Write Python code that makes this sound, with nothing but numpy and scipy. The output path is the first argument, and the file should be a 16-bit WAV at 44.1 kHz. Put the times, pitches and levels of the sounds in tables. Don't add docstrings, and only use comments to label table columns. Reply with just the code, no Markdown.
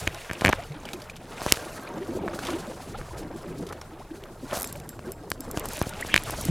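import sys
import numpy as np
from scipy import signal
from scipy.fft import rfft, irfft
from scipy.io import wavfile

SR = 44100
rng = np.random.default_rng(int(sys.argv[2]) if len(sys.argv) > 2 else 0)


def amplitude_ratio(level_db):
    exponent = np.asarray(level_db, float) / 20
    return 10 ** exponent


def unload_audio(sound):
    columns = np.transpose(np.atleast_2d(sound))
    steps = np.round(np.clip(columns, -1, 1) * 32767)
    wavfile.write(sys.argv[1], SR, steps.astype(np.int16))


N = 286645


def rms_one(x):
    return x / np.sqrt(np.mean(x ** 2) + 1e-20)


def at_hz(points, hz):
    frequencies, levels_db = np.transpose(points)
    return np.interp(np.log(hz), np.log(frequencies), levels_db)


def levels(rows):
    s, *columns = np.transpose(rows)
    return [np.interp(np.arange(N) / SR, s, db) for db in columns]


def drift(rate_hz):
    hop = 40
    pole = np.exp(-2 * np.pi * rate_hz * hop / SR)
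    chance = rng.standard_normal(N // hop + 2002)
    slow = signal.lfilter([1], [1, -2 * pole, pole * pole], chance)[2000:]
    return np.interp(np.arange(N) / hop, np.arange(len(slow)), rms_one(slow))


def ring(clicks, hz, t60_s):
    r, w = amplitude_ratio(-60 / (t60_s * SR)), 2 * np.pi * hz / SR
    return signal.lfilter([0, np.sin(w)], [1, -2 * r * np.cos(w), r * r], clicks + 1e-18)


def add(out, s, sound):
    i = round(s * SR)
    out[i:i + len(sound)] += sound[:N - i]


def coloured(spectrum, size):
    hz = np.linspace(1, SR / 2, size // 2 + 1)
    return rms_one(irfft(rfft(rng.standard_normal(size)) * amplitude_ratio(at_hz(spectrum, hz)), size))


def burst(spectrum, t60_s, attack_s=0.00028):
    t = np.arange(2048) / SR
    return coloured(spectrum, size=2048) * amplitude_ratio(-60 * t / t60_s) * np.minimum(t / attack_s, 1)


def patchy_noise(spectrum, shared_db, own_db, rate_hz):
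    out, together = 0, drift(rate_hz)
    octaves = np.log2(spectrum[-1][0] / spectrum[0][0])
    edges = spectrum[0][0] * 2 ** np.arange(0, octaves + .1, .5)
    white = rng.standard_normal((2, N))
    for k, low in enumerate(edges):
        high = min(low * np.sqrt(2), SR / 2.2)
        band = signal.sosfilt(signal.butter(2, [low, high], "band", fs=SR, output="sos"), white[k % 2])
        band_db = at_hz(spectrum, np.sqrt(low * high)) + shared_db * together + own_db * drift(rate_hz)
        out = out + band * amplitude_ratio(band_db)
    return rms_one(out)


def bubbles(spectrum, per_s, cycles, spread_db):
    sizes = amplitude_ratio(spread_db * np.minimum(rng.exponential(1, N), 4)) * rng.choice([-1, 1], N)
    born = rng.random(N) < per_s * amplitude_ratio(5 * drift(9)) / SR
    pitches = np.geomspace(spectrum[0][0], spectrum[-1][0], 18)
    dealt = rng.integers(0, 18, N)
    out = 0
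    for k, hz in enumerate(pitches):
        once = ring(sizes * born * (dealt == k), hz, cycles / hz)
        twice = ring(once, hz, cycles / hz)
        out = out + rms_one(twice) * amplitude_ratio(at_hz(spectrum, hz)) * np.sqrt(hz)
    return rms_one(out)


# start_s, rumble_level_db, gurgle_level_db
WAVES = [(0, -35.5, -47.5), (.31, -56, -58.5), (.5, -42.5, -47), (.9, -48.5, -48), (1.3, -50, -49.5),
         (1.5, -46, -50), (1.85, -52, -44.5), (2.06, -49, -42), (2.16, -42, -35), (2.37, -43.5, -41.5),
         (2.55, -48, -38.5), (2.75, -50.5, -47), (3.04, -35.5, -46), (3.42, -50, -47.5), (3.5, -48, -36),
         (3.7, -44.5, -42.5), (3.77, -47.5, -57), (4.4, -50, -48), (4.6, -46, -51), (5.02, -45.5, -50.5),
         (5.09, -45, -41), (5.17, -47, -53.5), (5.5, -43.5, -47.5), (5.65, -43, -44.5), (6.08, -45, -48.5),
         (6.3, -40.5, -47.5), (6.5, -36, -40.5)]
# frequency_hz, density_db_per_hz
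RUMBLE_SPECTRUM = [(20, 10.5), (40, -1), (90, 4), (140, 0), (250, -30)]
GURGLE_SPECTRUM = [(90, -22), (160, -5), (320, -2.5), (500, -9), (900, -21.5)]


def waves():
    rumble, gurgle = amplitude_ratio(np.array(levels(WAVES)))
    push = patchy_noise(RUMBLE_SPECTRUM, shared_db=1.0, own_db=-1.0, rate_hz=3.8)
    slop = amplitude_ratio(-4.0) * patchy_noise(GURGLE_SPECTRUM, shared_db=-1.5, own_db=5.5, rate_hz=11.5)
    big = amplitude_ratio(2.5) * bubbles(GURGLE_SPECTRUM, per_s=250, cycles=13, spread_db=3.5)
    return rumble * push + gurgle * (slop + big)


# crest_s, lift_db, build_up_s, dying_s
BREAKING_CRESTS = [(.17, 0.5, 0.032, 0.025), (.47, 11.5, 0.12, 0.23), (.9, 6, 0.12, 0.087),
                   (1.46, 9.5, 0.19, 0.19), (2.46, 5.5, 0.092, 0.15), (3.15, 3.5, 0.037, 0.055),
                   (3.7, 7, 0.039, 0.045), (4.56, 18.5, 0.16, 0.085), (5.07, 8, 0.053, 0.07),
                   (5.58, 7, 0.051, 0.086), (5.76, 2, 0.052, .06)]


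def crests():
    t = np.arange(N) / SR
    return sum(np.interp(t, [s - rise, s, s + fall], [0, db, 0]) for s, db, rise, fall in BREAKING_CRESTS)


def patter(per_s=90, low_hz=1000, high_hz=4470):
    sizes = amplitude_ratio(4.7 * np.minimum(rng.exponential(1, N), 3)) * rng.choice([-1, 1], N)
    drops = sizes * (rng.random(N) < per_s / SR) + 1e-18
    return rms_one(signal.sosfilt(signal.butter(2, [low_hz, high_hz], "band", fs=SR, output="sos"), drops))


# start_s, wash_level_db, fizz_level_db, spray_level_db
BREAKING_WATER = [(0.0, -45, -46, -47), (0.4, -47, -51, -52), (1.14, -50.5, -56.5, -61),
                  (1.3, -50.5, -55, -55.5), (1.54, -43, -48.5, -46.5), (1.9, -44, -55, -54.5),
                  (2.12, -45, -55, -54.5), (2.5, -41.5, -48.5, -49.5), (2.82, -48, -57.5, -55.5),
                  (3.35, -49, -57.5, -56), (3.56, -48, -59, -59), (4.0, -52, -59, -62),
                  (4.33, -52, -64, -60.5), (4.65, -46.5, -58, -52.5), (4.83, -51, -62, -61.5),
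                  (5.32, -53, -66, -61.5), (5.49, -47.5, -61, -58.5), (5.72, -42.5, -47.5, -43.5),
                  (5.97, -43.5, -44.5, -50), (6.5, -42, -46.5, -43)]
# frequency_hz, density_db_per_hz
WASH_SPECTRUM = [(350, 1), (600, 6), (1000, 1.5), (1600, -1), (2200, -28.5)]
FIZZ_SPECTRUM = [(1400, -4.5), (2000, 4.5), (2800, 3.5), (4000, -5.5), (5600, -25)]
SPRAY_SPECTRUM = [(2800, -4), (4000, 2.5), (6000, 2.5), (10000, -0.5), (13000, -0.5), (16000, -62)]


def splash():
    wash_db, fizz_db, spray_db = levels(BREAKING_WATER)
    lift_db = crests()
    wash, fizz, spray = amplitude_ratio(wash_db + 0.76 * lift_db), amplitude_ratio(fizz_db + 0.91 * lift_db), amplitude_ratio(spray_db + 0.73 * lift_db)
    wash_noise = amplitude_ratio(-0.5) * patchy_noise(WASH_SPECTRUM, shared_db=3.5, own_db=3.5, rate_hz=35.4)
    small = amplitude_ratio(-3) * bubbles(WASH_SPECTRUM, per_s=700, cycles=42.0, spread_db=3.0)
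    fizz_noise = amplitude_ratio(-1.5) * patchy_noise(FIZZ_SPECTRUM, shared_db=4.0, own_db=2.1, rate_hz=39)
    crowd = np.clip(fizz / amplitude_ratio(-56), 1, 8)
    tiny = amplitude_ratio(-5) * bubbles(FIZZ_SPECTRUM, per_s=200 * crowd, cycles=35, spread_db=4.5) / np.sqrt(crowd)
    drops = amplitude_ratio(-7) * patter()
    spray_noise = patchy_noise(SPRAY_SPECTRUM, shared_db=4.0, own_db=-0.4, rate_hz=15)
    droplets = amplitude_ratio(-8) * bubbles(SPRAY_SPECTRUM, per_s=500, cycles=30, spread_db=5)
    return wash * (wash_noise + small) + fizz * (fizz_noise + tiny + drops) + spray * (spray_noise + droplets)


# start_s, peak_level_db (before wobble), start_pitch_hz, pitch_climb (share, by the peak)
LOUD_BUBBLES = [(.16, -37, 620, .04), (.583, -28, 623, .04), (0.686, -36.5, 140, 0.039),
                (.875, -38, 1900, .15), (.94, -34.5, 341, 0.036), (1.874, -32, 2230, .04),
                (1.955, -39, 800, .04), (1.965, -31, 302, 0.038), (2.006, -30, 356, .04),
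                (2.085, -26, 315, 0.042), (2.147, -28.5, 348, .04), (2.224, -32.5, 390, 0.038),
                (2.48, -29.5, 330, 0.036), (2.535, -26, 315, 0.042), (2.675, -35, 563, 0.044),
                (2.692, -33, 480, .04), (2.945, -34, 1250, .04), (2.948, -33.5, 756, 0.038),
                (3.107, -40, 925, .04), (3.335, -34.5, 316, .04), (3.92, -39, 299, .04),
                (3.998, -38, 556, 0.26), (4.107, -34.5, 305, 0.037), (4.753, -36, 544, 0.038),
                (5.065, -31, 337, 0.042), (5.235, -42, 600, .2), (5.473, -34.5, 450, .04),
                (5.926, -33, 1340, .04), (6.024, -29.5, 1680, 0.088), (6.092, -34, 1580, .04),
                (6.484, -14.5, 155, .04)]


def plops(cycles=7, wobble_db=3):
    out = np.zeros(N)
    for s, db, hz, rise in LOUD_BUBBLES:
        age = np.arange(int(4 * cycles / hz * SR)) / SR * hz / cycles
        phase = 2 * np.pi * cycles * (age + rise * age ** 2)
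        swell = 2 * np.e * age * np.exp(-2 * age)
        add(out, s, amplitude_ratio(db) * swell * np.sin(phase))
    return out * amplitude_ratio(wobble_db * drift(60))


# frequency_hz, relative_level_db (varied at each blow), t60_s
HULL_MODES = [(89, -4.5, 0.018), (166, -7, 0.012), (330, -16.5, 0.033), (743, 3, 0.0074)]
# frequency_hz, density_db_per_hz
CRACK_SPECTRUM = [(1500, 3), (3000, 5.5), (6000, 4.5), (9000, -1), (13000, -3), (16500, -35)]


def knocks(rows, crack_t60_s, contact_s):
    echo_s, echo_db, soft_hz, free_hz = 0.00149, -10, 700, 70
    out, t = np.zeros(N), np.arange(3000) / SR
    push = np.pi * soft_hz / SR * np.sin(np.pi * np.minimum(t * soft_hz, 1))
    floating = signal.butter(2, free_hz, "high", fs=SR, output="sos")
    age = t / contact_s
    swell = 2 * np.e * age * np.exp(-2 * age)
    for s, db, hz, thump_db, crack_db in rows:
        contact = -swell * np.sin(2 * np.pi * hz * t)
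        add(out, s, amplitude_ratio(db) * contact)
        add(out, s + echo_s, -amplitude_ratio(db + echo_db) * contact)
        add(out, s, amplitude_ratio(db + crack_db) * burst(CRACK_SPECTRUM, crack_t60_s))
        modes = sum(amplitude_ratio(mode_db + rng.normal(0, 2.0)) * ring(push, mode_hz, t60_s)
                    for mode_hz, mode_db, t60_s in HULL_MODES)
        thump = signal.sosfilt(floating, modes)
        add(out, s, amplitude_ratio(db + thump_db) * thump)
    return out


# start_s, contact_level_db, pitch_hz, thump_db and crack_db (both re contact)
GEAR_KNOCKS = [(.072, -17.5, 2110, -3, -22), (.0752, -7, 2120, -10, -8.5), (.1459, -33, 860, -12, 6),
               (.2958, -23, 1780, -11, -26), (.3002, -17.5, 1770, -12, -26),
               (.3121, -15.5, 1710, -6.5, -16), (.3327, -25, 2130, -12, 3), (.4104, -18.5, 1940, -11, -3),
               (.4149, -27, 814, -6, -1), (.4198, -14.5, 810, -2.5, -25), (.445, -14, 860, -3, -8),
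               (.4491, -1, 2030, -8.5, -12.5), (.4568, -21, 1500, 4, -10), (.4602, -3, 1900, -15, -11),
               (.465, -18, 1820, 1, -9), (.4705, -9, 2200, -4, -13), (.4809, -5, 2110, -8, -25),
               (.4909, -7, 766, -9, -8.5), (.4945, -15.5, 840, 1.5, -2.5), (.4988, -10.5, 815, -5, -21),
               (.5279, -10, 2060, -34, -11.5), (.5317, -4, 1320, -20, -37), (.8354, -32, 820, -9, -9),
               (.8889, -22.5, 2360, -32, -13), (.9372, -34, 820, 1, -8), (1.1584, -36, 3300, -18, -8),
               (1.4178, -16, 850, -12, -19), (1.4633, -10.5, 860, -7.5, -10), (1.5084, -37, 2840, -24, 12),
               (1.5176, -17, 1890, -18, -28), (1.5222, -9, 756, -6, 12), (1.5382, -26, 4140, -12, -2),
               (1.5718, -22.5, 1490, -8, -8), (2.2793, -16, 1250, -12, -25), (2.284, -19, 1400, -18, -29),
               (3.014, -25.5, 1360, -11, -20), (3.7299, -24, 1270, -11.5, -16.5),
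               (3.8162, -27, 1160, -17, -9), (4.2379, -35, 2220, -4, 0), (4.5116, -29, 3180, -1, -14),
               (4.5306, -23, 930, -7, -7), (4.545, -20, 1040, -20, -17), (4.572, -19, 814, -9, -8),
               (4.643, -25.5, 1550, -22, 1.5), (4.7552, -30, 2430, -23, -20), (4.801, -35.5, 2410, -2, -1),
               (4.9923, -26.5, 1220, -4, -13), (5.3168, -11.5, 1520, -13.5, -8),
               (5.5734, -16.5, 1260, -1.5, -5), (5.656, -21.5, 900, -9, -14), (5.8153, -11, 840, -3.5, -12),
               (5.869, -41.5, 900, 22, -14), (6.0489, -22.5, 810, -9, -21), (6.1419, .5, 2120, -19, -10.5),
               (6.1565, -15, 2690, -10, -6), (6.162, -1, 2070, -21, -9), (6.1775, -7.5, 2550, -28, -9.5),
               (6.2975, -18, 900, -10, -13), (6.486, -27.5, 900, 6, -10)]
# start_s, contact_level_db, pitch_hz, crack_db (re contact)
WATER_SPLATS = [(0.8532, -35, 3160, -4.5), (0.9324, -34.5, 3820, 3.5), (1.0, -46, 2300, 0),
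                (1.019, -37, 4700, -4), (1.04, -48, 4600, 1), (1.0975, -29.5, 2460, -10),
                (1.1637, -49.5, 1170, 9), (1.24, -60, 3000, 2), (2.39, -24, 1440, -11.5),
                (2.45, -37, 1010, 3), (2.469, -30, 3300, -2), (2.488, -23, 1090, -25),
                (2.503, -32, 2200, -1.5), (2.532, -27.5, 1300, -13), (3.625, -58.5, 3040, 11),
                (3.667, -54.5, 3040, 13), (3.689, -46, 3430, 3.5), (3.7249, -33, 1170, -4.5),
                (3.8132, -37, 5500, -4.5)]


def blows():
    splats = [(s, db, hz, -6.5, crack_db) for s, db, hz, crack_db in WATER_SPLATS]
    gear = knocks(GEAR_KNOCKS, crack_t60_s=0.0071, contact_s=0.00046)
    return gear + knocks(splats, crack_t60_s=0.046, contact_s=0.0016)


# start_s, pitch_hz, level_db
RAIL_SLIDE = [(6.069, 1707, -52), (6.1, 2100, -42), (6.125, 2900, -32), (6.142, 3270, -35),
              (6.175, 3120, -42), (6.185, 3200, -70)]


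def slide(width_hz=500):
    s, hz, db = np.transpose(RAIL_SLIDE)
    t = np.arange(N) / SR
    lowpass = signal.butter(2, width_hz, fs=SR, output="sos")
    rough = signal.sosfilt(lowpass, rng.standard_normal((2, N)))
    phase = 2 * np.pi * np.cumsum(np.interp(t, s, hz)) / SR
    band = rms_one(rough[0] * np.sin(phase) + rough[1] * np.cos(phase))
    return amplitude_ratio(np.interp(t, s, db, left=-200, right=-200)) * band


# start_s, snap_level_db, ring_db (spool, re snap)
REEL_TICKS = [(4.6462, -26, -25), (4.673, -27.5, -33), (4.7262, -26.5, -36), (4.759, -39, -40),
              (4.799, -40, -36), (4.891, -27, -30), (5.119, -28.5, -30), (5.3022, -24.5, -43),
              (5.4059, -26.5, -29), (5.5121, -26, -36), (5.596, -27, -36), (5.6564, -25.5, -33),
              (5.6868, -26.5, -40), (5.7334, -27.5, -36), (5.7693, -30, -36), (5.7915, -29, -35),
              (5.824, -26.5, -38), (5.8932, -28, -40), (6.01, -27, -38), (6.2358, -26.5, -36),
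              (6.307, -24.5, -38), (6.4113, -23.5, -32), (6.452, -23.5, -28)]
# frequency_hz, relative_level_db (varied at each tick), t60_s
SPOOL_MODES = [(5246, 3, .12), (7630, 4, .29), (9300, 6, .03), (10900, 6, .03), (11840, 3, .11)]
# frequency_hz, density_db_per_hz
SNAP_SPECTRUM = [(3000, -10), (6500, 0.5), (9000, 5), (13000, 4), (15000, -3), (16500, -29)]


def reel(snap_t60_s=.013):
    out, click = np.zeros(N), np.arange(12000) == 0
    # seven ticks 10.3 ms apart, each 1.6 dB louder, ring 35 dB below snap
    spin = [(4.568 + k * .0103, -30.5 + k * 1.6, -35) for k in range(7)]
    for s, db, ring_db in spin + REEL_TICKS:
        add(out, s, amplitude_ratio(db) * burst(SNAP_SPECTRUM, snap_t60_s))
        modes = sum(amplitude_ratio(mode_db + rng.normal(0, 3)) * ring(click, hz, t60_s) for hz, mode_db, t60_s in SPOOL_MODES)
        add(out, s, amplitude_ratio(db + ring_db) * modes)
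    return out


# frequency_hz, density_db_per_hz
FAR_LAKE_SPECTRUM = [(700, -10), (2000, -8), (5000, -3), (11000, 0), (15500, -2)]


def far_lake(level_db=-67):
    return amplitude_ratio(level_db) * coloured(FAR_LAKE_SPECTRUM, size=N)


# frequency_hz, density_db_per_hz
SIDE_NOISE_SPECTRUM = [(30, 7), (300, 0.5), (1500, -5), (4000, -1.5), (12000, -1.5), (16500, -4)]


def side_signal(mid):
    travel = amplitude_ratio(-24) * np.gradient(mid)
    share = amplitude_ratio(-39.5) * drift(15) * mid
    noise = amplitude_ratio(-68.5) * patchy_noise(SIDE_NOISE_SPECTRUM, shared_db=4.0, own_db=3, rate_hz=7.5)
    return travel + share + noise


def scene():
    mid = waves() + splash() + plops() + blows() + slide() + reel() + far_lake()
    side = side_signal(mid)
    return np.array([mid + side, mid - side])


def top_cut(x):
    return signal.sosfilt(signal.butter(12, 16810, fs=SR, output="sos"), x)


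def record(dry):
    dull = signal.sosfilt(signal.butter(4, 15700, fs=SR, output="sos"), dry)
    mix = np.clip(dull, -1, 1)
    return top_cut(mix)


dry = scene()
out = record(dry)
unload_audio(out)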